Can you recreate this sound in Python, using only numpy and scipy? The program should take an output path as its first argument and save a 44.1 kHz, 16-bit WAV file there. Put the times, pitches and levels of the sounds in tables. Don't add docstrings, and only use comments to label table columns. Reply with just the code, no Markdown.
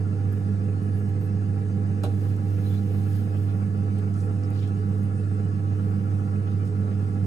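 import sys
import numpy as np
from scipy import signal
from scipy.fft import rfft, irfft
from scipy.io import wavfile
from scipy.ndimage import uniform_filter1d

SR = 44100
rng = np.random.default_rng(int(sys.argv[2]) if len(sys.argv) > 2 else 0)


def inscribe(sig):
    pcm = np.round(np.clip(np.atleast_2d(sig).T, -1, 1) * 32767)
    wavfile.write(sys.argv[1], SR, pcm.astype(np.int16))


N = 320166
T = np.arange(N) / SR
HZ = np.fft.rfftfreq(N, 1 / SR)
MAINS_HZ = 50.0
OCTAVE_HZ = 4 * MAINS_HZ
SWELL_S = 1.742
EDGE_HZ = 15700


def gain_of(db):
    return np.exp(np.asarray(db) * (np.log(10) / 20))


def evened(x):
    return x / np.sqrt(np.mean(abs(x) ** 2) + 1e-30)


def read(points, hz):
    f, value = np.transpose(points)
    return np.interp(np.log(hz + 1), np.log(f + 1), value)


def curve(points):
    return np.interp(T, *np.transpose(points))


def add(mix, s, sound):
    part = mix[:, max(round(s * SR), 0):][:, :sound.shape[1]]
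    part += sound[:, :part.shape[1]]


def drift(rate_hz, size=2048):
    f = np.fft.rfftfreq(size, T[-1] / size)
    slow = irfft(rfft(rng.standard_normal(size)) * np.exp(-.5 * (f / rate_hz) ** 2) * (f > 0))
    return np.interp(T, np.linspace(0, T[-1], size), evened(slow))


def beat(turns, times, place):
    return np.cos(2 * np.pi * times * (turns - place))


# frequency in Hz, correlation (clipped to +-1).
PORT_LIKENESS = [(60, 1.5), (290, 1.5), (480, 0.63), (700, 0.02), (1100, -0.27), (1400, 0), (2200, -0.31),
                 (3500, -0.24), (5000, -0.02), (6000, .5), (6600, 1.5), (15000, 1.02)]
# frequency in Hz, left minus right in dB.
PORT_BALANCE_DB = [(60, -4.5), (110, -5), (200, -6), (380, -2), (700, -3), (1290, -0.5), (2380, 0),
                   (15000, 0)]


def noise(colour_db, count=N):
    hz = np.fft.rfftfreq(count, 1 / SR)
    a, b = rfft(rng.standard_normal((2, count)))
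    same = np.clip(read(PORT_LIKENESS, hz), -1, 1)
    lean = gain_of(read(PORT_BALANCE_DB, hz) / 2)
    pair = np.array([a * lean, (same * a + np.sqrt(1 - same ** 2) * b) / lean])
    return irfft(pair * gain_of(colour_db(hz)), count) * np.sqrt(SR / 2)


def puff(hz, octaves, count):
    def band_db(f):
        return -10 / np.log(10) * (np.log2((f + 1) / hz) / octaves) ** 2
    return evened(noise(band_db, count))


def tone(turns, hz, db, lead_rad, in_step=False):
    start = rng.random() * (not in_step)
    lean = gain_of(read(PORT_BALANCE_DB, hz) / 2)
    angle = (2 * np.pi * ((turns + start) % 1)).astype(np.float32)
    return np.sqrt(2) * gain_of(db) * np.array([lean * np.cos(angle + lead_rad), np.cos(angle) / lean])


def shelves(x, share, spread_s=.02, count=24):
    delay_s = .002 + spread_s * rng.random(count)
    sign = rng.choice([-1., 1.], count)
    taps = np.zeros(N)
    taps[(delay_s * SR).astype(int)] = sign / np.sqrt(count)
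    wet = share * HZ / (HZ + 700)
    return irfft(rfft(x) * (1 + wet * rfft(taps)) / np.sqrt(1 + wet ** 2), N)


def flicker(x, patchy_db, size=1024):
    hz, _, z = signal.stft(x, SR, nperseg=size)
    patches = uniform_filter1d(rng.standard_normal(z.shape[1:]), size=6, axis=0)
    patches = evened(uniform_filter1d(patches, size=4, axis=1))
    depth_db = patchy_db * hz / (hz + 800)
    return signal.istft(z * gain_of(depth_db[:, None] * patches), nperseg=size)[1][:, :N]


# time in seconds, hiss in dB before the lump and softening act on it.
PALM_PRESSURE = [(0, -91), (.35, -65), (.6, -84), (1.2, -83), (1.5, -97), (1.98, -73), (2.15, -64.5),
                 (2.28, -61.5), (2.4, -63), (2.7, -58.5), (3.15, -58.5), (3.42, -62), (3.62, -70),
                 (4.2, -72), (4.6, -72.5), (5.15, -80), (5.55, -75), (5.88, -66), (6.45, -76), (7.1, -72)]
FIRM_DB = -66.5


def firmness():
    return 1 / (1.5 + np.exp((FIRM_DB - curve(PALM_PRESSURE)) / 2))


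# time in seconds, whine in dB.
LEAN_DB = [(0, 0.5), (1.5, -2.2), (3.1, -2.6), (4, 2.2), (5.5, 1.5), (6.2, 3.5), (7.3, 2)]
# times a lap, swing in dB, place of one peak in the lap 0-1.
BELT_TUG = [(1, 1.7, 0.53), (2, 2.0, 0.43)]


def whine_level(laps):
    return curve(LEAN_DB) + sum(db * beat(laps, times, place) for times, db, place in BELT_TUG)


def shade(hz, centre_hz=1330, octaves=0.19):
    return np.exp(-(np.log2((hz + 1) / centre_hz) / octaves) ** 2)


def shaded(x, whine_db, share=0.84):
    return x + irfft(rfft(x) * shade(HZ), N) * (gain_of(share * whine_db) - 1)


# frequency in Hz, dB per Hz.
WHIRR_SPECTRUM = [(20, -94.5), (33, -85), (45, -69.5), (60, -68.5), (75, -74), (105, -67), (200, -67),
                  (280, -71), (355, -79), (410, -70), (470, -71), (530, -78), (600, -79.5), (950, -88.5),
                  (1400, -90.5), (2400, -95), (2900, -101), (3300, -108)]
# frequency in Hz, dB per Hz.
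AIR_SPECTRUM = [(1000, -110), (3200, -101), (4200, -103), (4800, -99), (5500, -103), (7500, -106.5),
                (9500, -106), (11000, -112), (13000, -119), (15500, -125)]
# centre in Hz, width in Hz, lift in dB.
HOUSING_MODES = [(688, 16, 4), (789.5, 49, 9.5), (875, 20, 5), (1020, 14, 5), (1120, 52, 7.5),
                 (1348, 22, 4), (1392, 55, 6), (1540, 22, 4), (1650, 22, 3), (1690, 36, 6), (1868, 24, 5),
                 (2015, 24, 5.5), (2190, 25, 5), (2347, 16, 7), (2540, 32, 8), (2655, 30, 9), (2755, 35, 9),
                 (2915, 45, 9), (3620, 46, 1), (3870, 75, 4), (4940, 53, 2), (6400, 120, 2.5),
                 (8350, 190, 8.5)]


def rolling(laps, shaft, half_lap_db=1.0, shaft_db=1.5, swell_db=1.0):
    def housing(f):
        return sum(db / (1 + (2 * (f - hz) / width) ** 2) for hz, width, db in HOUSING_MODES)

    def whirr_db(f):
        return read(WHIRR_SPECTRUM, f) + housing(f) - 20 * np.log10(1 + (f / 5000) ** 4)

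    pulse_db = half_lap_db * np.cos(4 * np.pi * laps) + shaft_db * np.sin(2 * np.pi * shaft)
    whirr = noise(whirr_db) * gain_of(pulse_db + swell_db * drift(11.0))
    air = noise(lambda f: read(AIR_SPECTRUM, f) + housing(f))
    return flicker(shelves(whirr + air, share=0.38), patchy_db=2.9, size=1536)


# multiple of its turning rate (rounded for pitch), dB before shading,
# left lead in radians.
SHAFT_LINES = [(5, -61, 8), (6, -47, 4.5), (7.04, -46.5, 0), (10, -52, 1.5), (13, -65, -2.5),
               (14, -62.5, 0), (16, -58.5, -0.9), (17, -56, 1), (20, -59, 0.9), (28, -71, 0.5),
               (30, -64.5, 1), (32, -64, -1.5), (40, -75.5, -1), (45, -66.5, -2), (46, -67.5, -2),
               (47.8, -66.5, 2.5), (51, -71.5, 1.5), (52, -55, 3.5), (53, -72.5, 2.5), (56.5, -73, -0.5)]
# Hz at mean speed, dB before level curves, left lead in radians.
BEARING_LINES = [(375, -55, 0), (1378, -75, 1), (1397, -70, 1), (1416, -71, 1), (1423, -74, 2),
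                 (1446, -72.5, 1), (1626, -74, -1.5), (1667, -76, -1), (1677, -70, -.8), (1690, -76, -1),
                 (1708, -71, -1), (1727, -74, -1), (1779, -78, 2), (1821, -79, 1), (1860, -80, 1),
                 (1923, -74, 2), (1955, -71, 2.8), (2077, -76, 1.2), (2347, -84, 0), (2530, -81, 0),
                 (4790, -87, .5), (4968, -82, .5)]
# time in seconds, level change in dB.
UPPER_WHINE_DB = [(0, 2), (1.7, 1.5), (3.5, 0), (4.5, -0.5), (7.3, -1)]
UPPER_LO_HZ, UPPER_HI_HZ, WAVER_DB = 1600, 1900, 1.5
SHAFT_SLIP_TURNS, FLUTTER_HZ = 0.0014, 8.0


def motor(shaft, shaft_hz, whine_db, flutter=0.2, wander_cycles=0.072):
    out = np.zeros((2, N))
    upper_db = curve(UPPER_WHINE_DB) + WAVER_DB * drift(8.2)
    for order, db, lead_rad in SHAFT_LINES:
        turns = round(order) * (shaft + SHAFT_SLIP_TURNS * drift(3.9))
        hz = order * shaft_hz
        line = tone(turns, hz, db + shade(hz) * whine_db, lead_rad)
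        out += line * (1 + flutter * drift(FLUTTER_HZ))
    for hz, db, lead_rad in BEARING_LINES:
        turns = hz * shaft / shaft_hz + wander_cycles * drift(3.4)
        swell_db = upper_db if UPPER_LO_HZ < hz < UPPER_HI_HZ else shade(hz) * whine_db
        out += tone(turns, hz, db + swell_db, lead_rad) * (1 + flutter * drift(FLUTTER_HZ))
    return out


# multiple of its lap rate, dB running free.
BELT_LINES = [(12, -48.5), (13, -48.5), (14, -51), (15, -60), (16, -55), (17, -47.5), (18, -50), (19, -44),
              (20, -49.5), (21, -55.5), (22, -50), (23, -52.5), (24, -47.5), (25, -46), (26, -48),
              (27, -46.5), (28, -43.5), (29, -52), (30, -55.5), (31, -57.5), (32, -53), (34, -54.5),
              (35, -52), (37, -63.5), (39, -57.5), (41, -59.5), (44, -55), (45, -61.5), (46, -57.5),
              (57, -53), (58, -55), (59, -54.5), (60, -60.5)]
BELT_SLIP_LAPS, BEAT_RANGE_HZ = 0.002, 16
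PULSE_PLACE_LAPS, PULSE_SCATTER_CYCLES = 0.475, 0.12
TAUT_DB_PER_FIRMNESS, TAUT_ABOVE_ORDER = -5, 50


def belt(laps, lap_hz, flutter=0.13):
    out = np.zeros((2, N))
    since_swell = laps - np.interp(SWELL_S, T, laps)
    taut = gain_of(TAUT_DB_PER_FIRMNESS * firmness())
    for order, db in BELT_LINES:
        hz, k = order * lap_hz, round(order)
        beats = abs(hz - OCTAVE_HZ) < BEAT_RANGE_HZ
        pulses = hz < OCTAVE_HZ - BEAT_RANGE_HZ
        turns = k * since_swell
        if pulses:
            scatter = PULSE_SCATTER_CYCLES * rng.standard_normal()
            turns = k * (laps - PULSE_PLACE_LAPS) + k % 2 / 4 + scatter
        turns = turns + k * BELT_SLIP_LAPS * drift(1.73)
        line = tone(turns, hz, db, 0.15, in_step=beats or pulses) * (1 + flutter * drift(3.2))
        out += line * taut if order > TAUT_ABOVE_ORDER else line
    return out


# middle in seconds, peak level in dB.
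GROAN_TIMES = [(2.39, -43), (2.81, -45), (3.22, -39.5)]
GROAN_HZ, GROAN_S = 229, 0.092


def groans():
    swell = sum(gain_of(db) * np.exp(-(2 * (T - s) / GROAN_S) ** 2) for s, db in GROAN_TIMES)
    return tone(GROAN_HZ * T, GROAN_HZ, 0, 0) * swell


LAG_PLACE_TURNS = 0.09
OCTAVE_DB, ROTOR_DB, ROTOR_LAG_HZ = -41, -42.5, 0.92


def octave(wheel, lead_rad=0.12, wander_cycles=0.058, throb_db=2.0):
    lines = (OCTAVE_HZ, OCTAVE_DB), (OCTAVE_HZ - ROTOR_LAG_HZ, ROTOR_DB)
    out = np.zeros((2, N))
    for hz, db in lines:
        turns = hz * (T - SWELL_S) + wander_cycles * drift(1.4)
        out += tone(turns, hz, db, lead_rad, in_step=True)
    return out * evened(gain_of(throb_db * beat(wheel, 1, LAG_PLACE_TURNS)))


# multiple of the mains, dB running free, depth of the throb,
# share of it that comes twice a turn, left lead in radians.
HUM_OVERTONES = [(6, -42.5, .12, .25, 0.37), (8, -59.5, 0.33, .4, 2), (10, -53.5, 0.44, .75, 0.86),
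                 (16, -61, 0.44, 0.96, -.5), (26, -64.5, .15, .5, 2), (28, -74, .15, .5, 2.5),
                 (40, -77.5, 0.19, .5, 0)]
HUM_DB, LOAD_DB_PER_FIRMNESS = -25.5, 1.5
THROB_ONCE_PLACE_TURNS, THROB_TWICE_PLACE_TURNS = 0.76, 0.45
LAG_FREE_CYCLES, LAG_CYCLES_PER_FIRMNESS = 0.21, 0.12


def hum(wheel, sway_cycles=0.0077, lead_rad=0.26, unsteady=0.47,
        once_db_per_firmness=1.2, twice_db=0.55, overtone_db_per_firmness=2.1):
    angle, firm = 2 * np.pi * wheel, firmness()
    load_db = HUM_DB + firm * (LOAD_DB_PER_FIRMNESS - once_db_per_firmness * np.sin(angle))
    load_db = load_db + twice_db * np.cos(2 * angle - 1)
    out = tone(2 * MAINS_HZ * T + sway_cycles * np.sin(angle), 2 * MAINS_HZ, load_db, lead_rad)
    lag = LAG_FREE_CYCLES + LAG_CYCLES_PER_FIRMNESS * firm
    lag = lag * np.cos(np.pi * (wheel - LAG_PLACE_TURNS)) ** 6
    once = beat(wheel, 1, THROB_ONCE_PLACE_TURNS)
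    twice = beat(wheel, 2, THROB_TWICE_PLACE_TURNS)
    for order, db, depth, double, port_lead_rad in HUM_OVERTONES:
        throb = (1 - double) * once + double * twice
        turns = round(order) * MAINS_HZ * T - lag + 0.1 * depth * drift(3.3)
        loaded_db = db + double * overtone_db_per_firmness * firm
        swell = evened(1 + depth * (throb + unsteady * drift(8.2)))
        out += tone(turns, order * MAINS_HZ, loaded_db, port_lead_rad) * swell
    return out


# start in seconds, starting dB, t60 in seconds, treble corner in Hz.
KNOCK_CONTACTS = [(2.0351, -31.5, 0.055, 14000), (2.0455, -33.5, 0.06, 3000), (2.0525, -34.5, 0.09, 3200),
                  (2.0625, -43, 0.12, 2200)]
# frequency in Hz, relative dB per Hz.
CRACK_COLOUR = [(150, 0), (270, 9), (450, 10.5), (750, 7), (950, -1.5), (1100, 2.5), (1400, 2), (1650, -6),
                (2000, -10), (2900, -7), (3900, -3), (5200, -12), (7200, -12.5), (9800, -9.5), (12000, -21),
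                (16000, -25)]
# frequency in Hz, starting dB, t60 in seconds.
PAN_MODES = [(280, -36.5, 0.35), (378, -41, 0.25), (465, -35.5, 0.3), (479, -39, 0.35), (605, -35.5, 0.12),
             (660, -38, 0.1), (743, -40, 0.14), (800, -39.5, 0.16), (1115, -47, 0.15), (1300, -49, 0.09),
             (1410, -47, 0.12), (2778, -54, 0.14), (3967, -48, 0.12), (8750, -52, 0.11), (12250, -55, 0.11)]
RATTLE_DB = 1.5


def knock(room_db=-50, room_t60_s=0.72, count=22050):
    out, t = np.zeros((2, N)), np.arange(count) / SR

    def crack(top_hz):
        return evened(noise(lambda f: read(CRACK_COLOUR, f) - 10 * np.log10(1 + (f / top_hz) ** 2), count))

    for s, db, t60_s, top_hz in KNOCK_CONTACTS:
        grit = evened(gain_of(RATTLE_DB * drift(250, size=16384)[:count]))
        add(out, s, gain_of(db - 60 * t / t60_s) * grit * crack(top_hz))
    ring = sum(tone(hz * t, hz, db - 60 * t / t60_s, 0) for hz, db, t60_s in PAN_MODES)
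    room = gain_of(room_db - 60 * t / room_t60_s) * crack(EDGE_HZ)
    add(out, KNOCK_CONTACTS[0][0], (ring + room) * (1 - np.exp(-t / 0.0015)))
    return out


# time in seconds, pitch in Hz, dB before the trim SQUEAK_DB.
SQUEAK_GLIDES = [
    [(.76, 9200, -90), (.85, 9950, -69), (.92, 10600, -69), (.98, 11200, -62), (1.03, 12300, -76),
     (1.08, 13100, -76), (1.16, 12900, -87), (1.21, 12450, -67), (1.27, 11100, -66), (1.3, 10200, -88)],
    [(4.72, 9100, -85), (4.78, 9600, -73), (4.84, 11100, -76), (4.9, 12000, -74), (4.97, 12000, -73),
     (5.06, 11300, -75), (5.1, 10500, -90)],
    [(4.9, 7600, -85), (4.93, 8100, -66), (4.96, 8350, -68), (5, 8150, -85)],
    [(4.99, 9400, -85), (5.05, 8950, -64), (5.13, 8650, -71), (5.2, 9000, -65), (5.28, 8700, -75),
     (5.35, 7550, -73), (5.39, 7050, -74), (5.44, 6570, -88)],
]
CATCH_DB, SQUEAK_DB = 2.8, -3.0


def squeaks(waver=0.01):
    out = np.zeros(N)
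    for glide in SQUEAK_GLIDES:
        s, hz, db = np.transpose(glide)
        pitch_hz = uniform_filter1d(np.interp(T, s, hz), size=1500)
        pitch_hz = pitch_hz * (1 + waver * drift(400, size=8192))
        level = gain_of(np.interp(T, s, db)) * (T > s[0]) * (T < s[-1])
        out += level * np.sqrt(2) * np.sin(2 * np.pi * np.cumsum(pitch_hz) / SR)
    return out * gain_of(SQUEAK_DB) * evened(gain_of(CATCH_DB * drift(25)))


# start in seconds, starting dB, centre in Hz, width in octaves, t60 in seconds.
SLIP_BUBBLES = [(.325, -54, 11700, .17, .035), (.83, -64, 11500, .25, .04), (1.09, -63, 11200, .12, .03),
                (2.364, -59, 9000, .6, .025), (3.221, -62, 8000, .6, .025), (3.571, -63, 12000, .2, .02),
                (3.774, -61, 10000, .25, .025), (3.985, -56, 9000, .4, .04), (4.14, -53, 6200, 0.4, .028),
                (4.435, -52, 5200, 0.26, 0.03), (4.5045, -44.5, 10800, 0.28, 0.009),
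                (4.577, -57, 4000, .5, .02), (4.639, -51.5, 3700, 0.46, 0.018),
                (4.676, -57, 6000, .6, .025), (4.688, -60, 9000, .5, 0.036), (5.032, -56, 8000, .5, .025)]


def slip_ticks(count=4096):
    out, t = np.zeros((2, N)), np.arange(count) / SR
    for s, db, hz, octaves, t60_s in SLIP_BUBBLES:
        add(out, s, gain_of(db - 60 * t / t60_s) * puff(hz, octaves, count))
    return out


# times a turn, swing in dB before scaling by pressure, place of one peak in the turn 0-1.
LUMP_SWELL = [(1, 4, 0.87), (2, 3.5, 0.53)]
# frequency in Hz, relative dB per Hz.
SMEAR_COLOUR = [(500, -26.5), (1500, 3.5), (3000, 2.5), (5000, -2.5), (8000, -8.5), (11000, -2),
                (14000, -2), (16000, -1)]
# middle in seconds, length in seconds, dB before flicker and grain, centre in Hz, width in octaves.
FINGER_RUBS = [(2.677, .04, -58, 4020, .028), (2.708, .03, -61, 3430, .035), (2.715, 0.19, -63.5, 3650, .2),
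               (2.752, .025, -63, 3450, .03), (2.776, .02, -63, 3620, .03), (2.778, .04, -62, 4050, .04),
               (3.365, .05, -61, 2700, 0.3), (3.498, 0.07, -61.5, 2900, 0.45),
               (3.982, 0.045, -59.5, 2980, 0.43), (4.193, 0.095, -63.5, 5600, 0.36),
               (4.215, 0.12, -66, 9000, 0.3), (4.449, .025, -62, 5000, .12), (4.6, 0.18, -67, 5500, 0.95),
               (4.616, 0.15, -58.7, 3280, 0.48), (4.634, .05, -59, 2900, .22),
               (6.504, 0.073, -61, 2700, .5), (6.668, 0.043, -64, 6000, 0.76), (6.93, 0.046, -61, 2700, .6)]
RUB_GRAIN_DB, STICK_DB = 2.4, 0.7


def hands(wheel, bright_per_firmness=0.61, light_touch=0.33, soft_hz=11000, soft_db=-1):
    lump_db = sum(db * beat(wheel, round(times), place) for times, db, place in LUMP_SWELL)
    pressure_db = curve(PALM_PRESSURE) + lump_db * np.maximum(firmness(), light_touch)
    firm = bright_per_firmness * firmness()
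    bright = evened(noise(lambda f: read(SMEAR_COLOUR, f)))
    soft = evened(noise(lambda f: read(SMEAR_COLOUR, f) - 10 * np.log10(1 + (f / soft_hz) ** 8)))
    out = np.sqrt(firm) * bright + gain_of(soft_db) * np.sqrt(1 - firm) * soft
    out = out * gain_of(pressure_db)
    for s, length_s, db, hz, octaves in FINGER_RUBS:
        count = round(2 * length_s * SR)
        grit = evened(gain_of(RUB_GRAIN_DB * drift(150, size=8192)[:count]))
        swell = 1 / (1 + np.linspace(-2, 2, count) ** 6)
        add(out, s - length_s, gain_of(db) * puff(hz, octaves, count) * grit * swell)
    stick_slide = evened(gain_of(STICK_DB * drift(25)))
    return flicker(out, patchy_db=2.5) * stick_slide


# time in seconds, belt laps per second.
DRIVE_SPEED = [(0, 7.345), (1, 7.31), (2, 7.304), (2.7, 7.314), (3.5, 7.335), (4.5, 7.344), (5.5, 7.326),
               (7.3, 7.335)]
SHAFT_PER_BELT, WHEEL_PER_BELT = 3.3955, 0.3025


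def scene():
    laps_per_s = curve(DRIVE_SPEED)
    laps, lap_hz = np.cumsum(laps_per_s) / SR, laps_per_s.mean()
    shaft, wheel = SHAFT_PER_BELT * laps, WHEEL_PER_BELT * laps
    whine_db = whine_level(laps)
    machine = shaded(rolling(laps, shaft), whine_db) + motor(shaft, SHAFT_PER_BELT * lap_hz, whine_db)
    machine = machine + belt(laps, lap_hz) + groans() + octave(wheel) + hum(wheel)
    return machine + knock() + squeaks() + slip_ticks() + hands(wheel)


def record(dry):
    low_pass = signal.firwin(511, EDGE_HZ, window=("kaiser", 9), fs=SR)
    return signal.oaconvolve(dry, low_pass[None], "same")


dry = scene()
out = record(dry)
inscribe(out)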